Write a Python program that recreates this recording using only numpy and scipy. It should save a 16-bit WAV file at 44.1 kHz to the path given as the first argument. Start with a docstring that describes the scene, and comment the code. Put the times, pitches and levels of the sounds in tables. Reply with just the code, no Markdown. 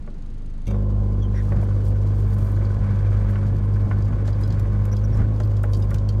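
"""A diesel idle booms in the cabin air of a four-wheel drive, then a few knocks as a camera meets the dashboard.
From there the panel carries hum and clatter, while the car backs slowly out over a stony beach car park.
Engine sounds are cosines and noise bursts locked to the firings; tyres are shaped noise and stone grains.
Palms are shaped noise on the wheel; trim, camera and keys are struck modes; squeaks are fuzzy glides."""
import sys
import numpy as np
from scipy import signal
from scipy.fft import rfft, irfft
from scipy.io import wavfile
from scipy.ndimage import uniform_filter1d

SR = 44100
rng = np.random.default_rng(int(sys.argv[2]) if len(sys.argv) > 2 else 0)


def generate_wav(signal):
    """Clip the signal to [-1, 1] and save it as 16-bit WAV at the path in sys.argv[1]."""
    frames = np.transpose(np.atleast_2d(signal))
    scaled = np.clip(frames, -1, 1) * 32767
    pcm = np.round(scaled).astype(np.int16)
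    wavfile.write(sys.argv[1], SR, pcm)


N = 273420
TIME = np.arange(N) / SR
CONTACT_S = 0.672  # camera meets dashboard
EDGE_HZ = 15800  # upper band limit


def gain_of(db):
    """Decibels to amplitude factor."""
    return 10 ** (np.asarray(db) / 20)


def evened(x):
    """Scales to rms 1."""
    return x / np.sqrt(np.mean(x ** 2) + 1e-20)


def curve(rows):
    """Value column of a (time, value) table, joined by straight lines over the whole time."""
    rows = np.array(rows)
    return np.interp(TIME, rows[:, 0], rows[:, 1])


def coloured(x, spectrum):
    """Filters x by a gain curve, linear in dB over log frequency; rms 1."""
    hz, db = np.transpose(spectrum)
    f_hz = np.fft.rfftfreq(len(x), 1 / SR)
    gain = gain_of(np.interp(np.log(f_hz + 1), np.log(hz), db))
    return evened(irfft(rfft(x) * gain, len(x)))


def band(x, low_hz, high_hz):
    """Causal band-pass."""
    sos = signal.butter(4, [low_hz, high_hz], "band", fs=SR, output="sos")
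    return signal.sosfilt(sos, x)


def wander(rate_hz):
    """Slow noise of rms 1, its spectrum falling as a Gaussian of scale rate_hz."""
    f_hz = np.fft.rfftfreq(N, 1 / SR)
    spectrum = rfft(rng.standard_normal(N)) * np.exp(-(f_hz / rate_hz) ** 2)
    return evened(irfft(spectrum, N))


def add(mix, start_s, sound):
    """Mixes a sound in at start_s."""
    part = mix[max(round(start_s * SR), 0):][:len(sound)]
    part += sound[:len(part)]


def strike(sound, window_samples=176):
    """Scales a hit so that its loudest window (4 ms by default) has rms 1."""
    return sound / np.sqrt(uniform_filter1d(sound ** 2, window_samples).max())


def ring(modes, t, spread):
    """Decaying sine modes, one a row, with random signs and random detuning by spread."""
    hz, db, t60_s = np.transpose(modes)[:, :, None]
    detune, sign = rng.standard_normal((2, len(modes), 1))
    decay = gain_of(db - 60 * t / t60_s)
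    return np.sign(sign) * decay * np.sin(2 * np.pi * hz * (1 + spread * detune) * t)


def bursts(turns, decay_turns, scatter_db, steady):
    """Noise that flares at every whole turn and decays, each flare of its own size, over a steady part."""
    size = gain_of(scatter_db * rng.standard_normal(N))[np.floor(turns).astype(int)]
    flare = size * np.exp(-(turns % 1) / decay_turns)
    return (steady + flare) * rng.standard_normal(N)


# engine speed: time_s, speed_rpm
SPEED_RPM = [(0, 756), (0.9, 760), (1.25, 746), (3.3, 750), (4.4, 755), (4.95, 761), (5.28, 794),
             (5.65, 752), (6.2, 762)]


def firings():
    """Running count of firings: four cylinders fire twice a revolution."""
    firing_hz = 2 * curve(SPEED_RPM) / 60
    return np.cumsum(firing_hz) / SR


# idle boom in the cabin air: firing_rate_multiple, relative_level_db
AIR_ORDERS = [(1, 2.5), (2, -14.5), (3, -11.5), (4, -16), (5, -18), (6, -21), (7, -26), (8, -42), (9, -22),
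              (11, -29.5), (14, -41)]
# wash in the cabin air: frequency_hz, relative_level_db
WASH_SPECTRUM = [(20, -32), (60, 6), (200, 2), (350, -9), (600, -17.5), (1200, -24), (2500, -32),
                 (4500, -37.5), (9000, -47.5), (15000, -61)]
# tick at each firing: frequency_hz, relative_level_db
TICK_SPECTRUM = [(1500, -31), (3500, -1), (4400, 4), (5500, -11), (6400, 3), (7400, -7), (9000, -3),
                 (11000, -22), (15000, -24)]


def cabin_air(turns, wash_db=-41.5, tick_db=-71.5):
    """Air-borne idle: a boom of firing orders, a soft noise wash and a fine tick at each firing."""
    boom = np.zeros(N)
    for k, db in AIR_ORDERS:
        boom += gain_of(db) * np.cos(2 * np.pi * (round(k) * turns + rng.random()))
    boom_db = np.interp(TIME, [0, CONTACT_S], [-30.5, -26])  # louder towards the windscreen
    wash = coloured(rng.standard_normal(N), WASH_SPECTRUM)
    ticks = coloured(bursts(turns + .4, decay_turns=.17, scatter_db=1.5, steady=.05), TICK_SPECTRUM)
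    return gain_of(boom_db) * evened(boom) + gain_of(wash_db) * wash + gain_of(tick_db) * ticks


# blows on the trim, some by the camera: start_s, level_db (loudest 6 ms), centre_hz
KNOCKS = [(0.075, -42, 710), (0.711, -34.5, 505), (0.743, -34, 670), (1.52, -30, 640), (1.627, -32, 650),
          (1.687, -41, 527), (2.132, -45, 613), (3.356, -36.5, 1270), (3.911, -30.5, 1050),
          (4.126, -41.5, 950), (4.279, -35, 640), (4.651, -40, 750), (5.402, -31, 760), (5.514, -39, 596),
          (5.637, -30.5, 780), (5.913, -37.5, 990)]
# trim modes: frequency_hz, relative_level_db, t60_s
TRIM_MODES = [(290, -16.5, .12), (365, 8, 0.25), (476, 3, 0.12), (580, 5.5, 0.1), (710, -6.5, 0.098),
              (837, -5.5, 0.11), (1085, 1.5, 0.056), (1420, -0.5, 0.057), (1475, 0, .09), (1770, -2, 0.047),
              (2240, -7.5, 0.21)]


def knocks(crack_db=-6, crack_t60_s=0.04, rise_s=.0007):
    """Blows on the trim: each wakes the modes near its own centre and adds a short noise crack."""
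    out, t = np.zeros(N), np.arange(SR // 5) / SR
    rise = 1 - np.exp(-t / rise_s)
    for start_s, db, centre_hz in KNOCKS:
        octaves = np.log2(np.array(TRIM_MODES)[:, 0] / centre_hz)
        body = strike(gain_of(-12 * octaves ** 2) @ ring(TRIM_MODES, t, spread=.025))
        crack = band(rng.standard_normal(len(t)), .65 * centre_hz, 1.4 * centre_hz + 900)
        crack = strike(crack * gain_of(-60 * t / crack_t60_s))
        knock = rise * (body + gain_of(crack_db) * crack)
        add(out, start_s, gain_of(db) * strike(knock, window_samples=264))
    return out


# camera housing on panel: start_s, ring_level_db (loudest 4 ms)
TAPS = [(0.669, -46.5), (0.677, -47), (0.701, -57), (0.709, -49)]
# housing modes: frequency_hz, relative_level_db, t60_s
HOUSING_MODES = [(2275, 5, 0.12), (2480, -4, 0.051), (2730, 5, 0.063), (3270, -1, 0.11), (3670, -4.5, 0.28),
                 (4670, -3, 0.071), (5860, -0.5, 0.068), (6460, 0.5, 0.055), (7400, -10, .03),
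                 (8760, -23, 0.027)]


def camera_taps(scrape_t60_s=.05):
    """The hard housing bounces on the panel as it settles: ringing modes and a short noise scrape."""
    out, t = np.zeros(N), np.arange(SR // 6) / SR
    for start_s, db in TAPS:
        scrape = band(rng.standard_normal(len(t)), 2000, 12000) * gain_of(-60 * t / scrape_t60_s)
        tone = strike(ring(HOUSING_MODES, t, spread=0.017).sum(0))
        add(out, start_s, gain_of(db) * (tone + .5 * strike(scrape)))
    return out


# rolling speed: time_s, share_of_top_speed
ROLL = [(1.15, 0.23), (1.5, 0.49), (2.1, 0.39), (2.8, 0.98), (3.3, 1), (3.6, 0.64), (4.6, .87), (5.4, 0.47),
        (6.2, 0.32)]


def rolling():
    """Share of the top speed at every moment."""
    return np.maximum(curve(ROLL), .01)


DRIVE_S, TAKE_UP_S = 1.1, 0.8  # start and duration of the engine's loading
# main engine orders in the panel:
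# firing_rate_multiple, free_level_db, loaded_level_db, wavering_db (rms, at top speed)
MAIN_ORDERS = [(2, -22.7, -24.5, 1.3), (4, -23, -20, 1.06), (8, -33, -37.5, 3.5)]
# higher orders in the panel: firing_rate_multiple, level_db (before the rolling loss)
DASH_ORDERS = [(6, -38), (10, -44.5), (12, -48), (14, -49), (16, -56.5), (18, -48.5), (20, -48), (22, -48),
               (26, -57), (28, -61), (40, -57.5), (42, -55.5)]


def dash_hum(turns, shake_db=3, shaken_loss_db=4.5, odd_db=-47, odd_slope_db=1.33):
    """Engine orders through the panel: load shifts the main ones; rolling makes main and higher ones waver."""
    def wave(k):
        smear_rad = .27 * k * (k - 4)  # the panel smears each firing in time
        return np.cos(2 * np.pi * k * turns + smear_rad)
    load = np.clip((TIME - DRIVE_S) / TAKE_UP_S, 0, 1)
    speed, hum = rolling(), np.zeros(N)
    for k, free_db, loaded_db, waver_db in MAIN_ORDERS:
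        level_db = free_db + load * (loaded_db - free_db)
        hum += gain_of(level_db + waver_db * speed * wander(5.1)) * wave(round(k))
    jolt = np.sqrt(speed)
    for k, db in DASH_ORDERS:
        hum += gain_of(db + jolt * (shake_db * wander(3.0) - shaken_loss_db)) * wave(round(k))
    for k in range(3, 24, 2):  # faint odd orders
        hum += gain_of(odd_db - odd_slope_db * k) * wave(k)
    return np.sqrt(2) * hum  # levels are rms


# diesel knock in the panel: frequency_hz, relative_level_db
CLATTER_SPECTRUM = [(120, -22), (220, 1.5), (340, 5), (540, -0.5), (680, -7.5), (880, -9), (1060, -9),
                    (1300, -17), (2200, -33), (2800, -30.5), (3300, -32), (4700, -43), (7000, -44.5),
                    (15000, -54.5)]


def clatter(turns, level_db=-41.0, waver_db=0.28):
    """Diesel knock: two noise bursts a firing, with the panel buzzing at twice that rate."""
    knock = bursts(2 * turns + 0.33, decay_turns=0.12, scatter_db=-0.5, steady=0.78)
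    buzz = bursts(4 * turns + .5, decay_turns=0.29, scatter_db=0.5, steady=0.054)
    level = gain_of(level_db + waver_db * wander(17))
    return level * coloured(knock + 0.87 * buzz, CLATTER_SPECTRUM)


def through_trim(x, ring_db):
    """Sound that crosses the trim sets its modes ringing."""
    modes = ring(TRIM_MODES, np.arange(SR // 8) / SR, spread=0).sum(0)
    ringing = signal.oaconvolve(x, modes)[:N]
    return evened(x) + gain_of(ring_db) * evened(ringing)


# tyre spectra: frequency_hz, relative_level_db
RUMBLE_SPECTRUM = [(15, -21.5), (30, -0.5), (45, 1.5), (70, -0.5), (110, 3.5), (170, -5), (260, -13.5),
                   (400, -29), (800, -28), (2000, -81)]
GRAVEL_SPECTRUM = [(300, -12.5), (750, 0), (1200, 5.5), (1500, 2.5), (1900, -3), (2250, -3.5),
                   (2700, -14.5), (3200, -16.5), (3700, -17.5), (4700, -21), (8000, -27), (15000, -46.5)]
# a wheel rides over a larger stone: centre_s, thump_db, crunch_db
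BUMPS = [(1.57, -27, -51.5), (1.91, -27.5, -59), (2.79, -27, -63), (3.49, -26, -62), (3.87, -25, -61),
         (4.14, -26, -68), (4.52, -26.5, -52), (5.2, -19.5, -45), (5.94, -31.5, -49)]
BUMP_SIGMA_S = 0.042
# level at top speed; amplitude grows as speed to the power
RUMBLE_DB, RUMBLE_POWER = -30, 0.38
GRAVEL_DB, GRAVEL_POWER = -47.5, 0.95


def tyres(stones_per_s=900, size_db=3, stone_decay_s=0.008, lumpy_db=1.5):
    """Lumpy rumble through the springs and crunching stones; both grow with speed and swell at a bump."""
    thump = gain_of(RUMBLE_DB) * rolling() ** RUMBLE_POWER
    crunch = gain_of(GRAVEL_DB) * rolling() ** GRAVEL_POWER
    for centre_s, thump_db, crunch_db in BUMPS:
        swell = np.exp(-.5 * ((TIME - centre_s) / BUMP_SIGMA_S) ** 2)
        thump = np.hypot(thump, gain_of(thump_db) * swell)
        crunch = np.hypot(crunch, gain_of(crunch_db) * swell)
    lumps = gain_of(lumpy_db * wander(12))
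    rumble = thump * lumps * coloured(rng.standard_normal(N), RUMBLE_SPECTRUM)
    sizes = gain_of(size_db * np.minimum(rng.exponential(1, N), 4))
    stones = (rng.random(N) < stones_per_s / SR) * sizes
    decay = np.exp(-np.arange(900) / SR / stone_decay_s)
    grains = signal.oaconvolve(stones, decay)[:N] * rng.standard_normal(N)
    return rumble + crunch * coloured(through_trim(grains, ring_db=-12.0), GRAVEL_SPECTRUM)


# palm on the wheel cover: frequency_hz, relative_level_db
SLIDE_SPECTRUM = [(1000, -15), (3200, 7.5), (3900, 3), (4750, 7.5), (5300, 1), (5900, 4), (7000, 1),
                  (8500, -3.5), (10000, -3), (13000, -11), (15500, -11.5)]
# quick palm strokes along the rim: start_s, length_s, level_db (before the swell), centre_hz
STROKES = [(1.329, .22, -65.5, 6000), (1.61, 0.04, -60.5, 6900), (1.832, 0.083, -61, 7500),
           (2.148, 0.089, -63, 7260), (2.252, 0.31, -61, 9400), (3.293, 0.032, -59.5, 9500),
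           (4.25, 0.065, -58, 4450), (4.4, 0.064, -61, 6000), (5.145, 0.043, -56.5, 5400),
           (5.688, 0.17, -60, 6940)]
SCUFF_DB, STEER_DB = -67, -63.5  # hands resting on the wheel, turning it
STEER_S, STEER_RISE_S, STEER_EASE_DB_PER_S = 1.25, 0.19, 1.8
STROKE_SWELL_POWER, STROKE_GRAIN_DB = 0.49, 3.5  # fade shape; skin catching on the cover


def hands(width_octaves=0.79, uneven_db=1.93):
    """Palms hiss over the grained wheel cover: uneven shaped noise, plus short band-limited strokes."""
    since_s = TIME - STEER_S
    steering = np.clip(since_s / STEER_RISE_S, 0, 1) * gain_of(STEER_DB - STEER_EASE_DB_PER_S * since_s)
    grip = np.hypot(gain_of(SCUFF_DB), steering) * gain_of(uneven_db * wander(40))
    out = grip * coloured(rng.standard_normal(N), SLIDE_SPECTRUM)
    for start_s, length_s, db, centre_hz in STROKES:
        n = int(length_s * SR)
        noise = rng.standard_normal(SR // 2)[:n]
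        octaves = np.log2((np.fft.rfftfreq(n, 1 / SR) + 1) / centre_hz)
        rub = evened(irfft(rfft(noise) * np.exp(-.5 * (octaves / width_octaves) ** 2), n))
        grain = evened(uniform_filter1d(rng.standard_normal(SR // 2), size=180))[:n]
        catching = gain_of(STROKE_GRAIN_DB * grain)
        swell = np.sin(np.pi * np.arange(n) / n) ** STROKE_SWELL_POWER
        add(out, start_s, gain_of(db) * evened(rub * catching) * swell)
    return out


# plastic on plastic: start_s, length_s, start_hz, end_hz, width_hz, level_db (before the swell)
SQUEAKS = [(1.208, 0.062, 3360, 3100, 140, -53.5), (1.221, 0.02, 5750, 6000, 400, -60.5),
           (1.335, 0.094, 1840, 1730, 450, -45.5), (1.338, 0.072, 5670, 5650, 450, -59.5),
           (3.646, 0.03, 9040, 9200, 150, -69), (4.914, 0.027, 5640, 5800, 400, -46.5),
           (5.037, 0.023, 5850, 5750, 403, -50.5), (5.119, 0.043, 5700, 5300, 405, -57),
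           (5.442, 0.023, 14900, 14700, 700, -61)]


def squeaks(octave_db=-17):
    """Stick and slip of plastic: a fuzzy gliding tone, with a faint octave if below EDGE_HZ."""
    out = np.zeros(N)
    for start_s, length_s, start_hz, end_hz, width_hz, db in SQUEAKS:
        n = int(length_s * SR)
        noise = rng.standard_normal((SR // 4, 2))[:n] @ [1, 1j]
        fuzz = signal.sosfilt(signal.butter(2, width_hz / 2, fs=SR, output="sos"), noise)
        glide = np.exp(2j * np.pi * np.cumsum(np.linspace(start_hz, end_hz, n)) / SR)
        octave = gain_of(octave_db) * (2 * start_hz < EDGE_HZ) * glide ** 2
        tone = evened((fuzz * (glide + octave)).real)
        add(out, start_s, gain_of(db) * tone * np.sin(np.pi * np.arange(n) / n))
    return out


JIGGLE_FROM_S, JIGGLES_PER_S = 1.9, 5.5
JIGGLE_DB, JIGGLE_RING_DB, JIGGLE_BRIGHT_DB = -49.5, -9, -5


def jiggles():
    """Faint clicks at random intervals while the car rocks, as rows like those of CLICKS."""
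    times_s = JIGGLE_FROM_S + np.cumsum(rng.uniform(.2, 1.8, size=40)) / JIGGLES_PER_S
    return [(start_s, JIGGLE_DB, JIGGLE_RING_DB, JIGGLE_BRIGHT_DB) for start_s in times_s]


# louder clicks of key ring and fittings: start_s, peak_db, relative_ring_db, relative_bright_snap_db
CLICKS = [(2.3296, -50, -5, -14), (2.6495, -44.5, 2, -25), (4.022, -44, -9, -17), (4.276, -36, -18, -15),
          (4.328, -43, 1, -17), (4.409, -45, -9, 5), (4.4345, -36, 7, -14), (4.4757, -42, -14, -5),
          (4.5037, -40.5, -4, -22), (4.5236, -41, -11, -13), (4.595, -41, -28, -2), (4.8524, -39.5, -21, 3),
          (4.9652, -38.5, -6, -7), (5.4, -39, -16, -12), (5.433, -43, -1, -5), (5.567, -40, -9, -12),
          (5.632, -40, -33, 5), (5.733, -32.5, -2, -6), (5.7457, -36, -4, -21), (5.8227, -41, -1, -15),
          (5.9052, -40.5, -16, -1), (5.942, -32.5, -46, -6), (5.9833, -37.5, -35, -18),
          (6.0884, -32, -3, -9)]
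# key modes: frequency_hz, relative_level_db, t60_s
KEY_MODES = [(3207, -6.5, 0.064), (4190, -1, 0.042), (4644, 2, 0.017), (4770, 3.5, 0.045),
             (5090, -0.5, 0.027), (6260, -11, 0.025), (6400, -14.5, 0.017)]


def clicks(snap_t60_s=0.017, cabin_t60_s=.12, cabin_db=-22, bounce_db=-13, rise_s=.002):
    """Keys and fittings tap and bounce once: a dry snap, a short ring, and a trace of the cabin."""
    out, t = np.zeros(N), np.arange(SR // 8) / SR
    rise = 1 - np.exp(-t / rise_s)
    cabin = gain_of(cabin_db) * gain_of(-60 * t / cabin_t60_s)
    fade = rise * (gain_of(-60 * t / snap_t60_s) + cabin)
    for start_s, db, ring_db, bright_db in CLICKS + jiggles():
        low, high = rng.standard_normal((2, len(t))) * fade
        tone = gain_of(ring_db) * strike(rise * ring(KEY_MODES, t, spread=.04).sum(0))
        dull_snap = strike(band(low, 2400, 7220))
        bright_snap = gain_of(bright_db) * strike(band(high, 6700, 14500))
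        tap = tone + .5 * dull_snap + .5 * bright_snap
        tap = gain_of(db) * tap / np.abs(tap).max()
        add(out, start_s, tap)
        add(out, start_s + rng.uniform(.006, .025), gain_of(bounce_db) * tap)
    return out


def scene():
    """Air-borne idle first; once the camera rests on the dashboard, the body's sound takes over."""
    turns = firings()
    resting = np.clip((TIME - CONTACT_S) / 0.0073 + .5, 0, 1)  # 7.3 ms crossfade
    air = cabin_air(turns)
    body = dash_hum(turns) + clatter(turns) + tyres() + hands()
    hits = knocks() + camera_taps() + clicks() + squeaks()
    return ((1 - resting) * air + resting * body + hits)[None]


def record(dry):
    """Linear-phase low-pass at EDGE_HZ."""
    lowpass = signal.firwin(511, EDGE_HZ, window=("kaiser", 9), fs=SR)
    return signal.oaconvolve(dry, lowpass[None], "same")


dry = scene()
out = record(dry)
generate_wav(out)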